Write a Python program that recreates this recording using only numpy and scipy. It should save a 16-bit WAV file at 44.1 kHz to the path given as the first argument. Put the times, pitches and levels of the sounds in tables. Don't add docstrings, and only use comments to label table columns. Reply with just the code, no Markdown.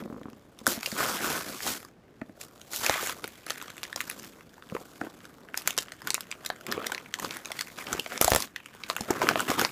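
import sys
import numpy as np
from scipy import signal
from scipy.io import wavfile
from scipy.ndimage import uniform_filter1d

SR = 44100
rng = np.random.default_rng(int(sys.argv[2]) if len(sys.argv) > 2 else 0)


def volts_from_db(level):
    exponent = np.asarray(level, float) / 20
    return 10 ** exponent


def wav_out(sig):
    wavfile.write(sys.argv[1], SR, np.round(np.clip(np.atleast_2d(sig).T, -1, 1) * 32767).astype(np.int16))


N = 428211

# frequency in Hz, level in dB.
FIBRE_SPECTRUM = [(2500, -8), (3500, -3), (5000, -2), (7800, -2), (8400, -6), (14500, -5), (15400, -12.5),
                  (15750, -51)]


def evened(x):
    return x / np.sqrt(np.mean(x ** 2) + 1e-20)


def peaked(x):
    return x / np.abs(x).max()


def smoothed(x, width, axis=-1):
    return uniform_filter1d(uniform_filter1d(x, width, axis), width, axis)


def add(mix, start_s, sound):
    part = mix[round(start_s * SR):][:len(sound)]
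    part += sound[:len(part)]


def mixed(*sounds):
    out = np.zeros(max(map(len, sounds)))
    for sound in sounds:
        add(out, 0, sound)
    return out


def colour(points, size=2048):
    hz, db = np.transpose(points)
    f = np.abs(np.fft.fftfreq(size, 1 / SR)) + 1
    log_gain = np.log(volts_from_db(np.interp(np.log(f), np.log(hz), db)))
    return np.fft.ifft(np.exp(np.conj(signal.hilbert(log_gain)))).real[:size // 2]


def ring(hz, cycles, phase_turns):
    turns = np.arange(1, 2 + cycles * SR / hz) * hz / SR
    envelope = volts_from_db(-60 * turns / cycles) * (1 - np.exp(-turns / 0.25))
    return envelope * np.sin(2 * np.pi * (turns + phase_turns))


def effort():
    # time in s, fibre fizz, paper panels, box and hands in dB.
    bed = [(0, -57, -45, -43.5), (.08, -68, -66, -43.5), (.3, -71.5, -67, -54), (.55, -72, -68, -62.5),
           (.8, -48, -50, -58), (1.768, -44, -51.5, -54.5), (1.95, -84, -72.5, -65),
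           (2.65, -59.5, -61, -59), (3.2, -55, -55.5, -52), (3.45, -60.5, -58.5, -63),
           (4.2, -56.5, -57, -51.5), (4.5, -68.5, -63, -61), (4.9, -58.5, -59, -57.5),
           (5.5, -68, -60.5, -56), (6.05, -62, -57.5, -60), (6.55, -63, -55.5, -56.5),
           (7.1, -62, -56.5, -55.5), (8.1, -51, -53, -58), (8.5, -72, -68, -78), (8.8, -60, -54, -58.5),
           (9.2, -48.5, -45, -41.5), (9.71, -51.5, -65, -65)]
    # start in s, length in s, fizz, panels and box in dB.
    pulls = [(0.681, 0.054, -29, -37, -36.5), (0.856, 0.24, -42.5, -62, -60), (.975, 0.2, -33, -34.5, -39),
             (1.22, 0.17, -33, -34, -36.5), (1.457, 0.084, -45.5, -42, -41.5),
             (1.614, 0.064, -36.5, -49.5, -56), (1.658, 0.068, -30.5, -36, -39.5),
             (2.406, 0.02, -41, -50, -47), (2.722, 0.11, -34.5, -56, -56),
             (2.828, 0.067, -32.5, -34, -42.5), (2.905, 0.082, -35, -32, -64),
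             (3.007, .1, -34.5, -38.5, -48.5), (3.471, 0.22, -52, -48.5, -54),
             (3.837, 0.018, -57, -46, -57), (3.97, 0.18, -49.5, -50, -62), (4.215, 0.063, -49, -54, -63),
             (4.713, 0.1, -55, -52.5, -45.5), (5.01, 0.057, -58, -47.5, -44.5),
             (5.563, 0.047, -44.5, -49.5, -63), (5.664, 0.037, -41, -40, -49),
             (5.775, .04, -44.5, -47.5, -51), (6.058, 0.038, -46.5, -43, -44.5),
             (6.42, 0.019, -56, -49.5, -53), (6.677, 0.17, -54, -39, -39), (6.84, 0.14, -55, -45.5, -46.5),
             (7.212, 0.051, -42, -43, -40.5), (7.303, 0.046, -43, -38, -44), (7.437, 0.1, -55, -50.5, -55),
             (7.558, 0.037, -46, -44, -52), (7.779, 0.047, -45, -40.5, -49),
             (7.878, 0.094, -47, -38.5, -39.5), (8.113, 0.05, -44, -37, -41),
             (8.217, 0.21, -35.5, -40, -42.5), (8.566, 0.025, -61, -49, -73), (8.888, 0.032, -46, -50, -52),
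             (9.09, 0.13, -53, -37.5, -40), (9.216, .11, -41.5, -31.5, -31.5),
             (9.369, 0.062, -40, -33.5, -36), (9.482, 0.053, -35, -30, -35.5),
             (9.581, 0.057, -33.5, -28, -32)]
    rise_db_per_s, release_db_per_s = (900, 702.5, 406), (378, 291, 257)
    sag_db = 4
    t = np.arange(N) / SR
    s, *levels = np.transpose(bed)
    power = np.array([volts_from_db(2 * np.interp(t, s, level)) for level in levels])
    for start, length, *peak_db in pulls:
        now = slice(round(max(start - .1, 0) * SR), round((start + length + .4) * SR))
        u = t[now] - start
        slowing = 1 + 2.3 * max(length - .07, 0)
        rise_db = np.outer(rise_db_per_s, np.minimum(u - .01, 0)) / slowing
        fall_db = np.outer(release_db_per_s, np.maximum(u - length, 0))
        shape_db = rise_db - sag_db * np.clip(u / length, 0, 1) - fall_db
        power[:, now] += volts_from_db(2 * (np.array(peak_db)[:, None] + shape_db))
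    return 10 * np.log10(power)


def patchy(x, patch_db):
    z = signal.stft(x, nperseg=512)[2]
    field = uniform_filter1d(uniform_filter1d(rng.standard_normal(z.shape), 9, 0), 12, 1)
    return signal.istft(z * volts_from_db(patch_db * evened(field)), nperseg=512)[1][:N]


def grains(spectrum, size, t60_s, patch_db=3.5, count=32):
    t = np.arange(600) / SR
    kind = rng.integers(0, count, N)
    puffs = rng.standard_normal((count, len(t))) * volts_from_db(-60 * t / t60_s)
    x = sum(signal.oaconvolve(size * (kind == k), puffs[k])[:N] for k in range(count))
    x = signal.oaconvolve(x, colour(spectrum))[:N]
    x = patchy(x, patch_db)
    return x / np.sqrt(smoothed(x ** 2, 2500) + 1e-12)


def rustle(fizz_db, panel_db, box_db):
    # frequency in Hz, level in dB.
    panel_spectrum = [(400, -47), (750, -14.5), (1300, -8.5), (2200, -10.5), (3500, -17.5), (5000, -55)]
    box_spectrum = [(50, -24.5), (110, -5.5), (230, 3), (450, 2.5), (750, -5), (1100, -46.5)]
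    rumble_spectrum = [(20, -10), (35, -1.5), (60, -6.5), (120, -3.5), (300, -4.5), (1000, -18.5),
                       (4000, -31), (15000, -47.5), (16000, -75.5)]
    grains_per_s, clump_db = 1700, 3.5
    spread_db = np.clip(0.15 * (-34 - fizz_db) + 0.36, 0, 3)
    slack = np.clip(0.31 + 0.06 * (box_db - panel_db), -1, 1)
    clumps = evened(smoothed(rng.standard_normal(N), 300))
    luck = np.minimum(rng.exponential(1, (3, N)), 5)
    hit = (rng.random(N) < grains_per_s / SR) * volts_from_db(clump_db * clumps * spread_db / 4)

    fizz = grains(FIBRE_SPECTRUM, hit * volts_from_db(spread_db * luck[0]), t60_s=0.007, patch_db=1.2, count=56)
    panel_luck = np.maximum(1.3 * luck[0], 0.29 * luck[1])
    panels = grains(panel_spectrum, hit * volts_from_db(spread_db * panel_luck), t60_s=0.017)
    panels = (panels + slack * np.roll(panels, 8)) / np.sqrt(1 + slack ** 2)
    box_luck = np.maximum(0.19 * luck[0], 0.83 * luck[2])
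    box = grains(box_spectrum, hit * volts_from_db(spread_db * box_luck), t60_s=0.017)
    rumble = evened(signal.oaconvolve(rng.standard_normal(N), colour(rumble_spectrum, size=8192))[:N])
    rumble_db = -57 + 0.06 * (box_db + 43.5)
    return volts_from_db(fizz_db) * fizz + volts_from_db(panel_db) * panels + volts_from_db(box_db) * box + volts_from_db(rumble_db) * rumble


def crinkles(fizz_db, panel_db):
    per_s, over_rustle_db, spread_db, low_hz, high_hz = 65, 10.5, 4.5, 1000, 3480
    taut_db = -46.5
    when, pick, pitch, tilt, size = rng.random((900, 5)).T
    at = (when * N).astype(int)
    fizz_db, panel_db = np.minimum(fizz_db, taut_db), np.minimum(panel_db, taut_db)
    over_db = over_rustle_db - spread_db * np.log(1 - .99 * size)
    crack_db = fizz_db[at] + over_db - 12 * tilt
    ring_db = panel_db[at] + over_db - 8 * (1 - tilt)
    hz = low_hz * (high_hz / low_hz) ** pitch
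    rows = np.transpose([at / SR, crack_db, ring_db, hz])
    return rows[pick < per_s * N / SR / len(when)]


def crack(noise, dull):
    t = np.arange(len(noise)) / SR
    shape = volts_from_db(-60 * t / 0.0027) + volts_from_db(-11.0 - 60 * t / 0.011)
    favoured_hz, radius = 12500 - 9000 * dull, 0.5
    favour = [1, -2 * radius * np.cos(2 * np.pi * favoured_hz / SR), radius ** 2]
    spike = np.convolve(signal.lfilter([1], favour, noise * shape), colour(FIBRE_SPECTRUM, size=256))
    return peaked(signal.lfilter(*signal.butter(1, 500, "high", fs=SR), spike))


def stepped(x, steps):
    flip_s, spread_db = 0.004, 8
    late = np.sort(steps[0]) - steps[0].min()
    taps = np.zeros(int(flip_s * SR) + 1)
    taps[(late * steps[1, 0] * flip_s * SR).astype(int)] = volts_from_db(-spread_db * (steps[1] + late))
    y = np.convolve(x, taps)
    return y * np.linalg.norm(x) / np.linalg.norm(y)


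def snaps(rows):
    count = len(rows)
    out, noise, luck = np.zeros(N), rng.standard_normal((count, 400)), rng.random((count, 6))
    ticks = [crack(n, u) for n, u in zip(rng.standard_normal((40, 400)), rng.random(40))]
    answers, flips = rng.random((count, 6, 3)), rng.random((count, 2, 4))
    for (s, crack_db, panel_db, hz), n, chance, near, steps in zip(rows, noise, luck, answers, flips):
        a, b, c, d, e, dull = chance
        lower = 0.22 * ring(hz * (0.364 + 0.45 * b), 11.0, c)
        upper = 1.19 * ring(hz * (1.326 + 1.04 * d), 7.76, e)
        panel = mixed(ring(hz, 12.5, a), lower, upper)
        panel = signal.lfilter(*signal.butter(2, hz / 3, "high", fs=SR), panel)
        add(out, s, volts_from_db(crack_db) * stepped(crack(n, dull), steps))
        add(out, s, volts_from_db(panel_db) * stepped(peaked(panel), steps))
        for late, small, kind in near:
            after_s, fall_db = 0.003 + 0.043 * late ** 2.2, -13 - 14 * small - 6 * late
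            if kind < .25:
                after_s = max(-s, -after_s / 3)
            add(out, s + after_s, volts_from_db(crack_db + fall_db) * ticks[int(kind * len(ticks))])
            add(out, s + after_s, volts_from_db(panel_db + fall_db) * ring(hz * (0.71 + 2.0 * kind), 1.6, small))
    return out


def knocks():
    # time in s, peak level in dB, pitch in Hz.
    box_knocks = [(.023, -28, 223), (.058, -33, 248), (.6132, -35, 230), (.6771, -19, 259),
                  (.7758, -25.5, 240), (.875, -27.5, 550), (.925, -28.5, 215), (.954, -41, 220),
                  (2.2177, -25, 256), (2.295, -35, 276), (2.9577, -22.5, 630), (3.0301, -25, 433),
                  (3.2452, -26.5, 426), (3.5048, -28, 570), (4.7225, -25.5, 187), (4.7506, -18, 457),
                  (5.015, -22, 295), (5.0379, -30, 318), (5.07, -29.5, 317), (5.78, -26, 457),
                  (6.5012, -17, 740), (6.7781, -21, 447), (7.2442, -25, 454), (7.505, -26, 645),
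                  (7.9488, -25, 398), (7.9921, -23, 446), (8.063, -25, 666), (8.2791, -14.5, 750),
                  (8.9, -36, 670), (9.0078, -24.5, 209), (9.1046, -11.5, 365), (9.2363, -17.5, 387),
                  (9.2887, -24, 350), (9.3115, -15, 700), (9.3572, -15, 654), (9.4828, -22, 620),
                  (9.497, -19, 272), (9.5142, -20, 536), (9.591, -20.5, 286), (9.6202, -16.5, 430)]
    out, luck = np.zeros(N), rng.random((len(box_knocks), 3))
    for (s, db, hz), (a, b, c) in zip(box_knocks, luck):
        push = ring(hz, 9.1, 0)
        overtone = .5 * ring(hz * (1.8 + 1.0 * a), 14.0, b)
        edge = .45 * ring(hz * (4 + 2.5 * c), 10., 0)
        add(out, s, volts_from_db(db) * peaked(mixed(push, overtone, edge)))
    return out


def slips():
    # time in s, peak level in dB.
    paper_slips = [(.078, -34), (0.1003, -31), (.126, -28.5), (.144, -32), (.164, -32), (0.181, -33),
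                   (.214, -31), (.256, -27), (0.284, -30), (.332, -36)]
    push, edge_tick = ring(261, 6.2, 0), volts_from_db(-4) * ring(1090, 7.2, 0)
    out, shape = np.zeros(N), peaked(mixed(push, edge_tick))
    for s, db in paper_slips:
        add(out, s, -volts_from_db(db) * shape)
    return out


def tears():
    # time in s, sheet resonance in Hz before its wander, rms in dB.
    long_tears = [
        [(.96, 1290, -50), (.976, 1370, -39), (1.008, 1260, -29), (1.04, 1380, -32.5), (1.108, 1370, -38),
         (1.19, 1600, -39.5), (1.272, 1260, -38), (1.37, 1330, -42), (1.43, 1370, -49)],
        [(2.81, 1740, -50), (2.84, 1750, -38), (2.882, 1500, -38), (2.92, 1700, -43), (2.954, 1950, -39),
         (2.996, 1850, -45), (3.032, 1570, -37), (3.056, 1440, -52), (3.092, 1450, -38), (3.135, 1490, -59)],
    ]
    fibres_per_s, fibre_spread_db, width_hz, wander_share = 800, 4, 470, 0.099
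    flap_ratio, flap_db = 0.46, -4
    r = np.exp(-np.pi * width_hz / SR)
    out = np.zeros(N)
    for rows in long_tears:
        s, hz, db = np.transpose(rows)
        t = np.arange(s[0], s[-1], 1 / SR)
        hit, size, sign, drift = rng.random((len(t), 4)).T
        fibre_size = volts_from_db(-fibre_spread_db * np.log(1 - .99 * size)) * np.sign(sign - .5)
        fibres = (hit < fibres_per_s / SR) * fibre_size
        wander = 1 + wander_share * evened(smoothed(drift - .5, 900))
        cycles = np.cumsum(np.interp(t, s, hz) * wander) / SR
        turns = np.exp(2j * np.pi * np.outer([1, flap_ratio], cycles))
        modes = (turns * signal.lfilter([1], [1, -2 * r, r * r], fibres / turns)).real
        sheet = volts_from_db(np.array([0, flap_db])) @ modes
        add(out, s[0], volts_from_db(np.interp(t, s, db)) * evened(sheet))
    return out


def thumps():
    # time in s, peak level in dB.
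    air_puffs = [(2.891, -39), (7.93, -35.5), (8.245, -27), (8.3153, -24), (8.335, -35), (8.35, -28),
                 (9.004, -42)]
    out, shape = np.zeros(N), peaked(ring(70.4, 2.5, 0))
    for s, db in air_puffs:
        add(out, s, volts_from_db(db) * shape)
    return out


def pops():
    # time in s, peak level in dB.
    fold_bursts = [(2.897, -5), (8.2132, -6.5), (8.2454, -7), (8.3192, 0.5), (8.3344, -6.5), (8.349, -4),
                   (8.3635, -6.5)]
    hz, cycles, spike_s = 550, 3.7, 0.00013
    out, t = np.zeros(N), np.arange(600) / SR
    shape = np.exp(-t / spike_s) + volts_from_db(-60 * t * hz / cycles) * np.cos(2 * np.pi * hz * t)
    for s, db in fold_bursts:
        add(out, s, volts_from_db(db) * peaked(shape))
    return out


def room(x):
    t60_s = 0.11
    at = np.arange(150, SR // 3, 20)
    taps = np.zeros(SR // 3 + 20)
    sign = rng.choice([-1., 1.], len(at))
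    taps[at + rng.integers(0, 20, len(at))] = sign * volts_from_db(-60 * at / SR / t60_s)
    taps = signal.lfilter([1], [1, -.3], taps)
    return signal.oaconvolve(x, taps / np.linalg.norm(taps))[:N]


def scene():
    # time in s, crack level in dB, panel level in dB, panel pitch in Hz.
    big_creases = [(.232, -45, -38, 1880), (.5887, -31, -31, 3480), (.6671, -4, -8, 1510),
                   (.6754, -6.5, -26, 1020), (.8307, -28, -18, 2500), (.8604, -13, -13, 2740),
                   (.966, -40, -26, 1150), (.978, -25, -26, 1420), (1.182, -40, -25, 2030),
                   (1.6656, -20, -24, 780), (1.849, -32, -37, 1150), (2.2146, -47, -29, 843),
                   (2.4128, -23.5, -32, 2430), (2.6142, -33, -35, 2980), (2.7341, -18.5, -24.5, 1450),
                   (2.742, -38, -28, 1600), (2.7615, -12, -19, 2840), (2.846, -20, -22, 1900),
                   (2.863, -9, -11.5, 2310), (2.8957, -11, -14.5, 800), (2.9403, -36, -16, 2000),
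                   (3.072, -15.5, -27, 1400), (3.084, -37, -32, 2900), (3.095, -25, -19, 1370),
                   (3.125, -25, -28, 1500), (3.2418, -19, -20, 1430), (3.277, -23.5, -34, 2270),
                   (3.465, -26.5, -37, 2240), (3.499, -21, -23, 1690), (3.5044, -13.5, -16, 1790),
                   (3.517, -32, -33, 1660), (3.558, -37, -33, 2000), (3.58, -32, -42, 2400),
                   (3.618, -41, -36, 1700), (3.6802, -34, -30.5, 1230), (3.768, -33, -36, 2200),
                   (3.78, -32, -29.5, 2100), (3.8322, -18, -23, 2750), (3.838, -19.5, -30, 2400),
                   (3.852, -35, -26.5, 2000), (3.9285, -32, -20, 1740), (3.9604, -13, -25, 1060),
                   (3.974, -38, -34, 1380), (4.0054, -20, -13.5, 2010), (4.0125, -24, -22, 2920),
                   (4.0982, -16, -20, 2530), (4.112, -28, -27, 1990), (4.1953, -28.5, -45, 3400),
                   (4.24, -45, -31.5, 2000), (4.58, -47, -38, 900), (4.624, -44, -34, 1470),
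                   (4.699, -46, -33, 1540), (4.766, -52, -22, 960), (5.014, -35, -20, 1000),
                   (5.205, -46, -39, 1640), (5.2531, -32, -35, 1600), (5.487, -51, -34, 1600),
                   (5.543, -34, -18, 1530), (5.5743, -11, -32, 775), (5.6751, -4.5, -12.5, 1350),
                   (5.7065, -16.5, -19.5, 2500), (5.7779, -7, -19.5, 1450), (5.7849, -6.5, -24, 3120),
                   (5.8834, -43, -30.5, 2060), (5.9198, -27.5, -25, 1760), (6.0187, -33, -31, 950),
                   (6.0722, -18, -16.5, 1470), (6.1047, -9.5, -12.5, 2310), (6.1435, -8.5, -19.5, 1340),
                   (6.1506, -38, -15, 2600), (6.179, -45, -25.5, 1110), (6.2074, -18.5, -28, 1600),
                   (6.3141, -19.5, -17, 2560), (6.3249, -40, -21, 2300), (6.449, -28, -31, 1600),
                   (6.4617, -13, -18.5, 2000), (6.5016, -33, -18, 1650), (6.6662, -19.5, -22.5, 2080),
                   (6.7152, -15, -25, 1500), (6.7233, -19, -15, 1770), (6.803, -48, -37, 1630),
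                   (6.844, -41, -23, 1410), (6.867, -12, -17.5, 1900), (6.898, -38, -26, 1000),
                   (6.9193, -16.5, -15.5, 1510), (6.9474, -16, -17, 1810), (6.9795, -29, -22, 2000),
                   (7.06, -53, -33, 1450), (7.1405, -17, -16, 1920), (7.1875, -27, -26.5, 1030),
                   (7.1975, -18.5, -25, 1920), (7.2287, -34, -24, 1120), (7.2474, -18, -20.5, 1080),
                   (7.3087, -28, -18, 2350), (7.3689, -22, -24, 1800), (7.4566, -21, -22, 2450),
                   (7.5175, -20.5, -19, 2030), (7.591, -20, -18, 1970), (7.6092, -14, -14.5, 1830),
                   (7.62, -26, -27, 1700), (7.681, -35, -36, 1470), (7.787, -28, -27, 1460),
                   (7.868, -41, -20.5, 2700), (7.9291, -8, -17, 1390), (7.9965, -18, -11.5, 2860),
                   (8.062, -32, -20.5, 2300), (8.121, -40, -20.5, 1380), (8.1771, -15.5, -22, 2020),
                   (8.2135, 0, -21, 740), (8.2236, -8, -16.5, 1000), (8.2452, -4.5, -20, 720),
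                   (8.2792, -7.5, -11, 740), (8.3036, -11, -43, 910), (8.3193, -15, -20, 1000),
                   (8.3345, -13, -20, 1420), (8.3484, -7.5, -14, 1400), (8.3608, -6, -10, 1730),
                   (8.4036, -14, -31, 1090), (8.4226, -12.5, -22, 1940), (8.5609, -24.5, -18.5, 1890),
                   (8.66, -36, -26, 2940), (8.8361, -36, -18, 2450), (8.9, -12.5, -15, 1170),
                   (8.911, -27, -23.5, 1070), (8.9648, -16.5, -14.5, 1460), (8.983, -37, -25, 1340),
                   (9.0081, -16, -25, 800), (9.1064, -11.5, -16, 834), (9.2171, -22.5, -11, 1000),
                   (9.2704, -33, -15.5, 1330), (9.2891, -8.5, -3, 1560), (9.3573, -42, -14, 1260),
                   (9.395, -22, -16, 1380), (9.403, -12.5, -14.5, 1500), (9.485, -25, -20, 1910),
                   (9.5023, -12.5, -16.5, 890), (9.5148, -18, -15, 1160), (9.5823, -32, -16.5, 910),
                   (9.5948, -10.5, -15.5, 1590), (9.6137, -10.5, -10.5, 1460), (9.6492, -6, -14.5, 1020)]
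    fizz_db, panel_db, box_db = effort()
    creases = snaps(crinkles(fizz_db, panel_db)) + snaps(big_creases)
    hits = creases + knocks() + slips() + tears() + thumps() + pops()
    return (hits + volts_from_db(-14.5) * room(hits) + rustle(fizz_db, panel_db, box_db))[None]


def top_cut(x):
    return signal.sosfilt(signal.butter(12, 16500, fs=SR, output="sos"), x)


def record(dry):
    low_hz, ceiling = 54, 0.73
    mic = signal.sosfilt(signal.butter(2, low_hz, "highpass", fs=SR, output="sos"), dry)
    mix = mic / (1 + (mic / ceiling) ** 6) ** (1 / 6)
    return top_cut(mix)


dry = scene()
out = record(dry)
wav_out(out)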